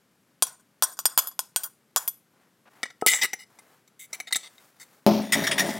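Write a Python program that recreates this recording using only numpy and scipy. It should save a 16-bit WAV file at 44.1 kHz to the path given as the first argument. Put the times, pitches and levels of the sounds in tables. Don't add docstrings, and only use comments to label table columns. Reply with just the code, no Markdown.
import sys
import numpy as np
from scipy import signal
from scipy.fft import rfft, irfft
from scipy.io import wavfile

SR = 44100
rng = np.random.default_rng(int(sys.argv[2]) if len(sys.argv) > 2 else 0)


def transcribe(signal):
    frames = np.atleast_2d(signal).T
    limited = np.clip(frames, -1, 1)
    pcm = np.round(limited * 32767).astype(np.int16)
    wavfile.write(sys.argv[1], SR, pcm)


N = 255496
TIME = np.arange(N) / SR


def undb(db):
    return 10 ** (np.asarray(db) / 20)


def band(x, low_hz, high_hz):
    edges_hz = [low_hz, min(high_hz, .45 * SR)]
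    return signal.sosfilt(signal.butter(2, edges_hz, "band", fs=SR, output="sos"), x)


def unit(x):
    return x / np.sqrt(np.mean(x ** 2))


def noise(low_hz, high_hz):
    return unit(band(rng.standard_normal(N), low_hz, high_hz))


def shaped(x, points, share=1):
    hz, db = np.transpose(points)
    pitches = np.maximum(np.fft.rfftfreq(N, 1 / SR), 1)
    return irfft(rfft(x) * undb(share * np.interp(np.log(pitches), np.log(hz), db)), N)


def mode(force, hz, ring_s):
    decay = np.exp(-np.log(1000) / (max(ring_s, 1e-3) * SR))
    turn = 2 * np.pi * hz / SR
    return signal.lfilter([0, decay * np.sin(turn)], [1, -2 * decay * np.cos(turn), decay ** 2], force)


def ticks(rows, rise, fade, per_s, scatter_db, count=700):
    start_s, db, length_s = np.transpose(rows)[:, :, None]
    gap, strength, sign = np.moveaxis(rng.random((len(rows), count, 3)), 2, 0)
    t = np.cumsum(-np.log(1 - gap) / per_s, axis=1)
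    progress = t / length_s
    pressure = np.minimum(progress / rise, 1) * np.clip(1 - progress, 0, 1) ** fade
    extra_db = scatter_db * np.minimum(-np.log(1 - strength), 2)
    size = undb(db + extra_db) * np.sign(sign - .5) * pressure
    return np.minimum(((start_s + t) * SR).astype(int), N - 1), size


# dish held, carried off, resting on the counter (time [s])
STAGE_EDGES = [0, 2.5, 5.0, 6]
HELD, CARRIED, RESTING = 0, 1, 2


def during(rows, stage):
    rows = np.array(rows)
    return rows[(rows[:, 0] >= STAGE_EDGES[stage]) & (rows[:, 0] < STAGE_EDGES[stage + 1])]


# (pitch [Hz], relative level [dB])
HUSH_COLOUR = [(40, -33.5), (75, -13), (110, -1.5), (165, 3), (250, 1), (500, -6.5), (900, -16.5),
               (1500, -13.5), (4000, -18), (12000, -21), (16000, -34)]


def kitchen_hush():
    return undb(-68) * unit(shaped(rng.standard_normal(N), HUSH_COLOUR))


# (time [s], length [s], level [dB], treble [dB])
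SLEEVE_MOVES = [(2.319, 0.19, -70, -16), (2.653, 0.042, -54, -34), (2.696, 0.16, -61, -8),
                (3.456, 0.38, -65.5, -3.5), (4.085, 0.16, -61, -2.5), (4.466, 0.28, -65, 2),
                (4.723, .33, -68.5, 2)]


def sleeves():
    flutter = undb(1.5 * noise(8, 60))
    low, high = flutter * noise(250, 1760), flutter * noise(3000, 16300)
    rustle = 0
    for start_s, length_s, db, treble_db in SLEEVE_MOVES:
        swell = np.interp(TIME, start_s + length_s * np.array([0, .15, .7, 1]), [.034, .64, 1, .047])
        rustle += swell * undb(db) * (low + undb(treble_db) * high)
    return rustle


# (time [s], level [dB])
WHISTLE_LEVELS = [(0, -83), (3.4, -82), (3.6, -100)]


def whistle(hz=12755):
    waver = 1 + .4 * noise(5, 60)
    level = undb(np.interp(TIME, *np.transpose(WHISTLE_LEVELS)))
    return level * waver * np.sin(2 * np.pi * hz * TIME)


def add_echoes(x, echo_db, ring_s, top_hz):
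    t = np.arange(SR // 2) / SR
    build_up = np.clip(t / .006 - .6, 0, 1)
    tail = band(rng.standard_normal(len(t)), 150, top_hz) * 1000 ** (-t / ring_s) * build_up
    return x + undb(echo_db) * signal.fftconvolve(x, tail / np.sqrt(np.sum(tail ** 2)))[:N]


# (time [s], level [dB])
BUMP_HITS = [(3.0237, -13), (3.0637, -19)]
# (pitch [Hz], level [dB], ring time [s])
HOLLOW_NOTES = [(455, -5, .035), (740, 0, .018), (1285, -17, .3)]


def hollow_bumps(push_s=.0004):
    start_s, db = np.transpose(BUMP_HITS)
    hits = np.bincount((start_s * SR).astype(int), undb(db), N)
    push = np.hanning(int(push_s * SR) + 2)
    force = np.convolve(hits, push / push.sum())[:N]
    ring = sum(undb(note_db) * mode(-force, hz, ring_s) for hz, note_db, ring_s in HOLLOW_NOTES)
    return band(ring, 230, SR)


COUNTER_PITCHES = [214, 267, 335, 399, 575, 650, 745, 850]
# (level [dB], ring time [s])
COUNTER_RINGS = [(-.7, .55), (-4.5, 0.12), (-9, .2), (-6.5, 0.12), (-5, 0.11), (-4, 0.082), (-15, 0.2),
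                 (-14, 0.2)]


def counter_boom(blows, slides, landing_db=-3.5, loaded_ring_s=.055):
    start_s, blow_db = blows[:, :2].T
    boom_db = np.r_[landing_db, blow_db[1:] - 17]
    chatter = np.c_[start_s, boom_db - 13, 2 * chatter_s(blow_db, RESTING)]
    at, size = ticks(chatter, rise=.048, fade=.88, per_s=330, scatter_db=3)
    at[:, 0], size[:, 0] = start_s * SR, undb(boom_db)
    slide_at, slide_size = ticks(slides[:, :3], rise=.041, fade=.41, per_s=290, scatter_db=2.5)
    at, size = np.r_[at, slide_at].ravel(), np.r_[size, undb(6) * slide_size].ravel()
    landing, later = np.bincount(at[:1], size[:1], N), np.bincount(at[1:], size[1:], N)
    boom = sum(undb(db) * (mode(landing, hz, ring_s) + mode(later, hz, min(ring_s, loaded_ring_s)))
               for hz, (db, ring_s) in zip(COUNTER_PITCHES, COUNTER_RINGS))
    return undb(-6) * band(boom, 195, 6000)


# (time [s], tick level [dB], length [s], brightness [dB])
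SCRAPES = [(.43, -55, .13, -3), (0.832, -47.5, 0.11, -2.5), (1.072, -52, 0.087, -3), (1.195, -44.5, .1, 3),
           (1.57, -48, 0.065, 3), (1.638, -46, 0.04, 9), (1.977, -46, 0.096, 2), (3.066, -17.5, 0.062, 5),
           (3.112, -25, 0.065, 3), (3.17, -34, .045, 2), (3.213, -21.5, 0.028, -4),
           (3.23, -19.5, 0.031, .1), (3.388, -46, 0.055, -3), (3.992, -48, 0.07, 18),
           (4.135, -37, 0.024, 8), (4.27, -41, 0.025, -5), (4.372, -50, 0.072, -4), (4.43, -45, 0.056, -3),
           (4.797, -45, 0.045, 6), (5.07, -28, 0.16, -10), (5.225, -40, 0.11, -2), (5.344, -29, 0.13, 12),
           (5.481, -37, 0.21, -13), (5.607, -33, 0.2, 14)]
# a plain slide's bass and treble, and what each dB of brightness adds to them
SCRAPE_BASS_DB, SCRAPE_TREBLE_DB = [-.5, -17, -14], [-2.5, -6, -11.5]
BASS_PER_DB, TREBLE_PER_DB = [-.3, -1.2, -1.4], [1.5, .7, .1]


def scrapes(stage, grit_db):
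    rows = during(SCRAPES, stage)
    at, size = ticks(rows[:, :3], rise=.05, fade=.41, per_s=3000, scatter_db=3.8)
    bass_db = SCRAPE_BASS_DB[stage] + BASS_PER_DB[stage] * rows[:, 3]
    treble_db = SCRAPE_TREBLE_DB[stage] + TREBLE_PER_DB[stage] * rows[:, 3]
    return at, size, size * undb(grit_db), bass_db, treble_db


# (time [s], level [dB], bass [dB], treble [dB], chatter next to the blow [dB])
TAPS = [(0.4239, -1.5, -11, -5.5, -12.5), (0.4681, -26.5, -5, 1.5, -13), (0.5967, -45.5, -2, -7, -13),
        (0.824, -4, -7.5, 0.5, -17), (0.8324, -10, -7.5, -3.5, -8), (0.9201, -37, -9, 1.5, -9),
        (0.9702, -34.5, -3.5, -7.5, -12), (0.9902, -13.5, -6, -1.5, -17), (1.0552, -3, -10, -3, -17),
        (1.1766, -2, -9, 3, -23), (1.1844, -7, -9.5, -1, -6), (1.2725, -21, -7, 7, -16),
        (1.3142, -33.5, -1, -11, -15), (1.392, -6.5, -9.5, -4.5, -21), (1.5615, -4.5, -12, -4.5, -12),
        (1.6348, -20, -20, 6, -9), (1.9617, -2, -9.5, -3, -22), (1.9681, -10, -3.5, -6, -7),
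        (2.0773, -13, -16, 3, -13), (2.8313, -12.5, -20, -12, -6.5), (2.8554, -36, -10, -20, 0),
        (2.902, -38, -3, -12, -3.5), (3.0125, -30, -26, -4.5, -9), (3.0637, -4.5, -13, 9, -14),
        (3.0736, -5.5, -30, -8, -13), (3.0813, -13.5, -30, 0, 1), (3.1348, -13.5, -10.5, -15, -2.5),
        (3.3322, -17, -11, -6.5, -4), (3.588, -40.5, -0.5, -2, -9), (3.8761, -47.5, -14, -7, -5.5),
        (4.1295, -27, -14, -9, -1), (4.2013, -19, -11, -7.5, -9), (4.3075, -36.5, -5.5, -12, 0),
        (4.3255, -11, -36, -5, -4), (4.3463, -22, -25, -22, -3), (4.3565, -21, -16.5, -2, -2),
        (4.3625, -14, -20, -5, -8), (4.5813, -37, -22, -13, -16.5), (5.0648, -4.5, -6, -10, -9),
        (5.2158, -29.5, 4, -11.5, -8), (5.322, -13, -30, -8, -1), (5.3318, -7, -40, -8, -7),
        (5.437, -18, -12, -12, -3), (5.469, -11, -30, -10.5, -6), (5.512, -17.5, -25, -16, 0),
        (5.5795, -17, -33, -10, 0), (5.5957, -5, -40, -9, -8), (5.688, -28, -31, -20, 0),
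        (5.752, -34, -8, -15.5, -10)]
# how long a full blow chatters, and the extra time for each dB softer
CHATTER_S, CHATTER_S_PER_DB = [.021, .013, .034], [.0003, .0001, .0008]


def taps(stage, rise, crack_db):
    start_s, db, bass_db, treble_db, chatter_db = during(TAPS, stage).T
    chatter = np.c_[start_s, db + chatter_db, chatter_s(db, stage)]
    at, size = ticks(chatter, rise, fade=1.6, per_s=4200, scatter_db=2.5)
    at[:, 0], size[:, 0] = start_s * SR, undb(db)
    click_size = size.copy()
    click_size[:, 0] *= undb(crack_db + .3 * db)
    return at, size, click_size, bass_db, treble_db


def chatter_s(blow_db, stage):
    return CHATTER_S[stage] - CHATTER_S_PER_DB[stage] * blow_db


# (time [s], first group [dB], second group [dB], third group [dB])
TOUCH_SPOTS = [(0, -10, 3, 3), (.8, -3, 3, 2), (.96, 0, -2, -2), (1.04, 4, 0, -1), (1.16, 3, -12, -12),
               (1.37, 2, -3, -3), (1.54, -12, 3, -8), (1.94, -6, -12, -12), (2.06, 0, 3, -5),
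               (2.5, 0, 0, -3), (3.5, -12, 4, -2), (4.26, -5, -2, 4)]
# (first group [Hz], second group [Hz], third group [Hz])
NOTE_GROUPS = [([3418, 5040, 11830], [1475, 8600, 14510], [5675]), ([1985, 2930, 5090], [790, 2262, 5910],
               [790, 3700, 4430, 6700]), ([], [], [])]


def spot_levels(stage, start_s, pitches, spread_db, choked_until_s=5.2):
    levels_db = spread_db * rng.standard_normal((len(start_s), len(pitches)))
    spots = np.array(TOUCH_SPOTS)
    groups_db = spots[np.searchsorted(spots[:, 0], start_s) - 1, 1:]
    for group, db in zip(NOTE_GROUPS[stage], groups_db.T):
        for hz in group:
            levels_db[:, np.argmin(abs(pitches - hz))] += db
    landing_flat = (start_s > STAGE_EDGES[RESTING]) & (start_s < choked_until_s)
    levels_db[landing_flat] -= 15
    return levels_db


def glass(stage, touches, notes, tone_hz, low_hz, ring_db, click_db, spread_db):
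    at, size, click_size, bass_db, treble_db = map(np.concatenate, zip(*touches))

    def force(sizes, db):
        return np.bincount(at.ravel(), (sizes * undb(db)[:, None]).ravel(), N)

    spots_db = spot_levels(stage, at[:, 0] / SR, notes[:, 0], spread_db)
    directions = rng.choice([-1, 1], spots_db.shape)
    ring = 0
    for (hz, db, ring_s), spot_db, direction in zip(notes, spots_db.T, directions.T):
        bass_share = np.interp(np.log(hz), np.log(tone_hz), [1, .024, .00032, .027])
        treble_share = np.interp(np.log(hz), np.log(tone_hz), [.12, .0026, .014, 1])
        note_db = db + spot_db + bass_share * bass_db + treble_share * treble_db
        ring += mode(force(size * direction[:, None], note_db), hz, ring_s)
    edges_hz = [low_hz, tone_hz[1], tone_hz[2], 17000]
    click = 0
    for k, colour_db in enumerate([bass_db, np.zeros_like(bass_db), treble_db]):
        click += undb(click_db[k]) * band(force(click_size, colour_db), edges_hz[k], edges_hz[k + 1])
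    return band(undb(ring_db) * ring + click, low_hz / 1.5, SR)


def notes_from_peaks(peaks):
    hz, width_hz, db = np.transpose(peaks)
    return np.c_[hz, db + 20 * np.log10(width_hz / width_hz.max()), np.log(1000) / (np.pi * width_hz)]


# (pitch [Hz], peak width [Hz], peak level [dB])
RESTING_PEAKS = [(1859, 100, 4), (1990, 70, 2), (2240, 150, -5), (3370, 90, -6), (3680, 200, -4),
                 (5120, 160, -6.5), (5670, 150, -5), (6760, 190, -7), (7890, 580, -9), (8600, 99, -3.5),
                 (9320, 210, 2), (10240, 133, -1), (11800, 240, -5.5), (14250, 100, -6)]


def resting_dish():
    touches = taps(RESTING, rise=.04, crack_db=11), scrapes(RESTING, grit_db=5.5)
    return glass(RESTING, touches, notes_from_peaks(RESTING_PEAKS), tone_hz=[900, 1150, 6000, 10000],
                 low_hz=493, ring_db=-5, click_db=[11, 2.5, 5], spread_db=3.5)


# (pitch [Hz], peak width [Hz], peak level [dB])
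CARRIED_PEAKS = [(790, 100, 6), (1320, 40, 6), (1985, 107, 4), (2085, 55, 4), (2262, 69, -3.5),
                 (2930, 49, -4), (3720, 190, -3), (4430, 270, -11), (5090, 87, -4), (5910, 250, -5),
                 (6700, 70, -6), (7620, 300, -1), (8664, 40, 1), (10130, 45, 2), (10705, 45, -1),
                 (14175, 45, -2), (14840, 60, -5)]


def carried_dish():
    touches = taps(CARRIED, rise=.067, crack_db=14), scrapes(CARRIED, grit_db=3)
    return glass(CARRIED, touches, notes_from_peaks(CARRIED_PEAKS), tone_hz=[1350, 1840, 6040, 10000],
                 low_hz=390, ring_db=-8, click_db=[12, 1.5, 1.5], spread_db=3.5)


HELD_PITCHES = [1050, 1475, 3290, 3418, 5040, 5675, 6190, 6934, 7015, 4720, 7924, 8600, 9550, 10350, 11830,
                12080, 13940, 14510]
HELD_LEVELS = [-3.5, -8.5, -14, -15, -13, -12, -10, -15, -7, -12, -8, -6, -6.5, -4, -1.5, -6, -12, -8.5]
HELD_RING_TIMES = [.028, .04, .025, .025, .045, .055, .022, .05, .035, .022, .022, .05, .02, .035, .045,
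                   .018, .025, .045]


def held_dish():
    touches = taps(HELD, rise=.1, crack_db=15.5), scrapes(HELD, grit_db=9)
    notes = np.c_[HELD_PITCHES, HELD_LEVELS, HELD_RING_TIMES]
    return glass(HELD, touches, notes, tone_hz=[1400, 1750, 8600, 11000],
                 low_hz=650, ring_db=-11.7, click_db=[11, -1.5, .6], spread_db=1.75)


# (pitch [Hz], left minus right [dB])
LEFT_LEAN = [(200, 3), (2400, 1.88), (15000, 1.37)]


def scene():
    dish = held_dish() + carried_dish() + resting_dish()
    thuds = hollow_bumps() + counter_boom(during(TAPS, RESTING), during(SCRAPES, RESTING))
    mix = add_echoes(dish + thuds, echo_db=-20.1, ring_s=.27, top_hz=11800)
    mix += kitchen_hush() + sleeves() + whistle()
    return np.array([shaped(mix, LEFT_LEAN, side / 2) for side in (1, -1)])


def record(dry, top_hz=15900):
    treble_cut = signal.ellip(10, .2, 70, top_hz, fs=SR, output="sos")
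    return signal.sosfilt(treble_cut, np.clip(dry, -1, 1))


dry = scene()
out = record(dry)
transcribe(out)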